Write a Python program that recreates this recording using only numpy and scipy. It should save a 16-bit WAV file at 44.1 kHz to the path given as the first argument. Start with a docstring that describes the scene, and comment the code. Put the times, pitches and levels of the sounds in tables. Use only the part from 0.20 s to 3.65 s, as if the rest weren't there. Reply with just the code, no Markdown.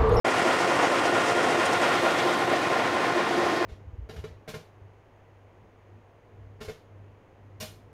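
"""Beside a railway track, a diesel locomotive rolls past close by, container wagons behind it.
Its twelve-cylinder two-stroke engine idles: every turn of the crank repeats one uneven round of exhaust
thuds, knocks and clatter. Steady engine harmonics and higher gear whine lie on multiples of the crank
rate, and a loose part rattles. Wheels rumble and tick below; the treble fades as the engine leaves."""
import sys
import numpy as np
from scipy import signal
from scipy.fft import rfft, irfft, next_fast_len
from scipy.io import wavfile

SR = 44100
rng = np.random.default_rng(int(sys.argv[2]) if len(sys.argv) > 2 else 0)


def master_out(mix):
    """Clip the mix to full scale and print it as 16-bit PCM to the path in sys.argv[1]."""
    frames = np.transpose(np.atleast_2d(mix))
    ceiling = np.clip(frames, -1, 1)
    pcm = np.round(ceiling * 32767).astype(np.int16)
    wavfile.write(sys.argv[1], SR, pcm)


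N = 152145
T = np.arange(N) / SR
CRANK_HZ = 4.441
# one round of firings: (crank angle [degrees], thud [dB], exhaust [dB], knock [dB], clatter [dB])
CYLINDERS = [(31.12, -0.5, 0.5, 1, 4.5), (56.06, -2.5, -2, -3, 5), (70.03, 2, 0, 1.5, 0),
             (98.63, -2.5, 1, 2, 2.5), (121.64, 2.5, 0, 3, 3), (156.4, 0, 0.5, -0.5, 6.5),
             (175.65, 1.5, -0.5, 2, 0), (217, -2, 1, 2, 4), (250.3, 1.5, 1, 2, 4.5), (280, 0.5, 3, 1, 6.5),
             (309.2, 2.5, -3, 3, -3), (342.6, 3, 2.5, -0.5, 3.5)]


def from_db(db):
    """Amplitude ratio: tenfold for every 20 dB."""
    return 10 ** (np.asarray(db) / 20)


def rms_one(x):
    """Normalisation to unit mean power."""
    return x / np.sqrt(np.mean(x ** 2) + 1e-20)


def level(rows):
    """Amplitude envelope through points of (time [s], level [dB])."""
    return from_db(np.interp(T, *np.transpose(rows)))


def colour(x, spectrum):
    """Spectral shaping by (frequency [Hz], level [dB]) points, falling off beyond the ends; rms 1."""
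    hz, db = np.transpose(spectrum)
    size = next_fast_len(N + SR // 4)
    f = np.maximum(np.arange(size // 2 + 1) * SR / size, 1)
    skirts = np.minimum(1, np.minimum(f / hz[0], hz[-1] / f)) ** 2
    gain = from_db(np.interp(np.log(f), np.log(hz), db)) * skirts
    return rms_one(irfft(rfft(x, size) * gain, size)[:N])


def drift(rate_hz):
    """Slow random fluctuation: low-passed noise, rms 1."""
    step, settle = 40, 2000
    pole = np.exp(-2 * np.pi * step * rate_hz / SR)
    noise = rng.standard_normal(N // step + settle + 2)
    slow = signal.lfilter([1], [1, -2 * pole, pole * pole], noise)[settle:]
    return np.interp(np.arange(N) / step, np.arange(len(slow)), rms_one(slow))


def swell(centre_s, width_s):
    """Gaussian envelope: a rounded rise and fall."""
    return np.exp(-2 * ((T - centre_s) / width_s) ** 2)


def throb(surges, width_s, depth, lag_s=0):
    """Periodic amplitude modulation: the same surges on every crank turn; rms 1."""
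    turn_s = 1 / CRANK_HZ
    crests = 0
    for at_s, db in surges:
        offset_s = (T - lag_s - at_s + turn_s / 2) % turn_s - turn_s / 2
        crests = crests + from_db(db) * np.exp(-2 * (offset_s / width_s) ** 2)
    return rms_one(1 - depth + depth * crests)


def breathy(hz, width_hz):
    """Narrow-band noise: a pitch with no steady phase."""
    phase = 2 * np.pi * hz * T
    return drift(width_hz) * np.sin(phase) + drift(width_hz) * np.cos(phase)


def wheel_roar(patchy_db=1.4):
    """Rolling noise: wheels on rails radiate a broad band whose level wavers."""
    # (frequency [Hz], level [dB])
    spectrum = [(25, -62), (70, -15), (140, -10.5), (330, 2), (650, -2.5), (1500, -9.5), (3000, -16),
                (5000, -18), (8000, -30.5), (11000, -35.5), (15500, -47)]
    # (time [s], level [dB])
    passing = [(0, -31.5), (1.7, -35.5), (3.45, -30)]
    return level(passing) * from_db(patchy_db * drift(6.2)) * colour(rng.standard_normal(N), spectrum)


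def wheel_ticks(per_s=63, spread_db=4, t60_s=0.011):
    """Impact excitation: faint random blows of steel on steel ring ten damped modes."""
    strength = from_db(spread_db * np.minimum(rng.exponential(1, N), 3))
    impacts = strength * (rng.random(N) < per_s / SR)
    pole = from_db(-60 / (t60_s * SR))
    ticks = 0
    for hz in np.geomspace(1300, 6000, 10):
        w = 2 * np.pi * hz / SR
        force = impacts * rng.standard_normal(N) + 1e-18
        ticks = ticks + signal.lfilter([0, np.sin(w)], [1, -2 * pole * np.cos(w), pole * pole], force) / hz
    return from_db(-50.5) * rms_one(ticks)


def rasp():
    """High-frequency rolling noise: the hiss of the first wagon's wheels swells and fades."""
    # (frequency [Hz], level [dB])
    spectrum = [(2500, -4), (3600, 3), (4600, -8), (8000, -19), (12000, -18), (15500, -34)]
    return from_db(-41.5) * swell(centre_s=1.93, width_s=0.99) * colour(rng.standard_normal(N), spectrum)


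def clunks(attack_s=0.0068, decay_s=0.041):
    """Damped resonance: wheels and couplings knock dully, each around its own pitch."""
    # (time [s], pitch [Hz], level [dB])
    knocks = [(1.625, 680, -23), (1.848, 560, -24.5), (1.98, 700, -25), (2.322, 740, -28), (2.97, 600, -28)]
    # (frequency [multiple of the pitch], level [dB])
    resonance = [(.25, -26), (.7, -13), (1, 7), (1.3, -1), (3.6, -7), (7, -17), (15, -47)]
    out = 0
    for at_s, hz, db in knocks:
        age = np.maximum(T - at_s, 0)
        body = colour(rng.standard_normal(N), [(hz * ratio, gain_db) for ratio, gain_db in resonance])
        out = out + from_db(db) * (1 - np.exp(-age / attack_s)) * np.exp(-age / decay_s) * body
    return out


def rattles():
    """Contact noise: loose metal shakes in short bright bursts, and the hardest one squeaks."""
    # (time [s], width [s], level [dB])
    shakes = [(0.334, 0.02, -50), (0.413, .04, -42), (0.65, 0.073, -41.5), (.785, .025, -50),
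              (.862, 0.022, -40), (1.088, 0.057, -39.5), (1.46, 0.014, -37), (1.534, 0.018, -40),
              (1.635, 0.027, -43), (1.992, 0.03, -43), (2.137, .025, -45), (2.364, .03, -47)]
    # (frequency [Hz], level [dB])
    spectrum = [(1500, -16), (3000, 2), (5500, 7), (7200, 4.5), (9300, -8), (11000, -10), (15500, -28)]
    envelope = sum(from_db(db) * swell(at_s, width_s) for at_s, width_s, db in shakes)
    squeak = from_db(-42.5) * swell(centre_s=1.46, width_s=.013) * breathy(9100, width_hz=90)
    return envelope * colour(rng.standard_normal(N), spectrum) + squeak


def whine(waver_db=0.4, wander_turns=0.00024):
    """Steady engine harmonics and higher gear whine on multiples of the crank rate; a thin whistle."""
    # (frequency [multiple of the crank rate])
    orders = [66, 98, 110, 122, 158, 165, 177, 328, 331, 395, 416, 474, 624, 728, 832, 936]
    # each tone as the engine room goes by: (before [dB], alongside [dB], after [dB])
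    levels = [(-50, -56, -46), (-40.5, -46, -49.5), (-47, -51, -58), (-39.5, -41.5, -45), (-37, -37.5, -41),
              (-47, -37, -45.5), (-48, -51, -50), (-43.5, -45, -48.5), (-53, -46, -48), (-47, -49, -45),
              (-42.5, -40.5, -43), (-49.5, -50, -50), (-48, -49, -60), (-50, -51, -52.5), (-79, -50, -56),
              (-88, -64, -62)]
    passing_s = (1.1, 1.68, 2.2)
    turns = CRANK_HZ * T + wander_turns * drift(2.2)
    tones = 0
    for order, passing_db in zip(orders, levels):
        gain = from_db(np.interp(T, passing_s, passing_db) + waver_db * drift(5))
        tones = tones + gain * np.sqrt(2) * np.sin(2 * np.pi * (order * turns + rng.random()))
    return tones + from_db(-49) * breathy(2468, width_hz=12)


def gear_hum():
    """Amplitude modulation: the main gear tone and two overtones surge three times a turn."""
    # (frequency [multiple of the crank rate])
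    orders = [79, 237, 316]
    # (surge lag [s], surge depth [0-1], noise share [0-1], level at each time in passing_s [dB])
    partials = [(.002, 0.84, 0.16, -36, -36.5, -35.5, -32.7), (.015, 0.41, 0.017, -38, -39, -36.5, -37),
                (.024, .7, .05, -37.5, -33.5, -40.5, -44.5)]
    passing_s = (1.25, 1.68, 2.2, 3.4)
    # (time within the turn [s], level [dB])
    surges = [(.04, 7), (.109, 1.8), (.193, 0)]
    out = 0
    for order, (lag_s, depth, noise_share, *passing_db) in zip(orders, partials):
        hz = order * CRANK_HZ
        pure = np.sqrt(2 * (1 - noise_share)) * np.sin(2 * np.pi * (hz * T + rng.random()))
        rough = np.sqrt(noise_share) * breathy(hz, width_hz=27)
        gain = from_db(np.interp(T, passing_s, passing_db))
        out = out + gain * throb(surges, width_s=.026, depth=depth, lag_s=lag_s) * (pure + rough)
    return out


def growl():
    """Resonance: a hollow band of engine noise chugs twice on every turn."""
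    # (frequency [Hz], level [dB])
    resonance = [(600, -24), (700, 0), (780, 1), (860, -20)]
    # (time [s], level [dB])
    passing = [(0, -37), (1.4, -41.5), (2.3, -35), (3.45, -38)]
    surges = [(.074, 4.5), (.19, -6)]  # (time within the turn [s], level [dB])
    chug = throb(surges, width_s=0.041, depth=0.56)
    return level(passing) * chug * colour(rng.standard_normal(N), resonance)


def firings(strength_db, spectrum, ring_share, decay_s, uneven_db, attack_s=.004):
    """A pulse train: each decaying burst mixes its cylinder's repeating ring with fresh turbulence."""
    count, size = len(strength_db), SR // 8
    t = np.arange(size) / SR
    burst = (1 - np.exp(-t / attack_s)) * np.exp(-t / decay_s)
    rings = rng.standard_normal((count, size))
    out = np.zeros(N + 3 * size)
    for k in range(int(N / SR * CRANK_HZ * count) + 1):
        turn, cylinder = divmod(k, count)
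        at = int((turn + CYLINDERS[cylinder][0] / 360) / CRANK_HZ * SR)
        ring = np.sqrt(ring_share) * rings[cylinder]
        turbulence = np.sqrt(1 - ring_share) * rng.standard_normal(size)
        gain = from_db(strength_db[cylinder] + uneven_db * rng.standard_normal())
        out[at:at + size] += gain * burst * (ring + turbulence)
    return colour(out[:N], spectrum)


def engine():
    """Common excitation: the firings time low thuds, exhaust bark, combustion knock and valve clatter."""
    # spectra of the four voices: (frequency [Hz], level [dB])
    thud_spectrum = [(25, -60), (45, -44), (65, -18.5), (95, -3.5), (135, 1.5), (175, -0.5), (230, -7.5),
                     (350, -13.5)]
    exhaust_spectrum = [(130, -22.5), (200, -12), (250, -3), (320, -4), (390, -3), (435, 0), (540, 0),
                        (660, 0.5), (950, -6.5), (1500, -15)]
    knock_spectrum = [(500, -8), (850, -2), (980, 0.5), (1300, -0.5), (1460, 1), (1600, -5), (1950, -1),
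                      (2400, -7), (3200, -12), (4200, -18.5), (8000, -38)]
    clatter_spectrum = [(1500, -5), (3000, 3.5), (4000, -6.5), (5200, 0), (7000, -3.5), (9000, -6),
                        (11000, -15.5), (15500, -36)]
    # their envelopes as the engine passes: (time [s], level [dB])
    thud_level = [(0, -42), (1.2, -44), (2.4, -42), (3.45, -49.5)]
    exhaust_level = [(0, -26), (.5, -27), (1.35, -29), (1.9, -27.5), (2.5, -30.5), (3.45, -31.5)]
    knock_level = [(0, -28.5), (1.35, -28.5), (1.65, -28.5), (2.05, -31), (2.7, -30), (3.45, -34.2)]
    clatter_level = [(0, -39.5), (.8, -40), (1.35, -40), (1.7, -40.5), (2.1, -44), (2.5, -46), (3.0, -47),
                     (3.45, -54)]
    thud_db, exhaust_db, knock_db, clatter_db = np.transpose(CYLINDERS)[1:]
    thud = firings(thud_db, thud_spectrum, ring_share=0.65, decay_s=0.017, uneven_db=1.0)
    exhaust = firings(exhaust_db, exhaust_spectrum, ring_share=0.5, decay_s=.019, uneven_db=2.0)
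    knock = firings(knock_db, knock_spectrum, ring_share=0.11, decay_s=0.035, uneven_db=1.07)
    clatter = firings(clatter_db, clatter_spectrum, ring_share=0.12, decay_s=0.045, uneven_db=0.95)
    return (level(thud_level) * thud + level(exhaust_level) * exhaust
            + level(knock_level) * knock + level(clatter_level) * clatter)


def scene():
    """Superposition: locomotive and running gear add at one point beside the track."""
    locomotive = engine() + growl() + gear_hum() + whine() + rattles()
    return (locomotive + wheel_roar() + wheel_ticks() + rasp() + clunks())[None]


def record(dry, start_s=.044, fade_s=.007, cutoff_hz=15800):
    """Gating and band limiting: the sound opens after a moment of silence, its top treble cut."""
    opened = dry * np.clip((T - start_s) / fade_s, 0, 1)
    return signal.sosfilt(signal.ellip(12, .1, 80, cutoff_hz, fs=SR, output="sos"), opened)


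dry = scene()
out = record(dry)
master_out(out)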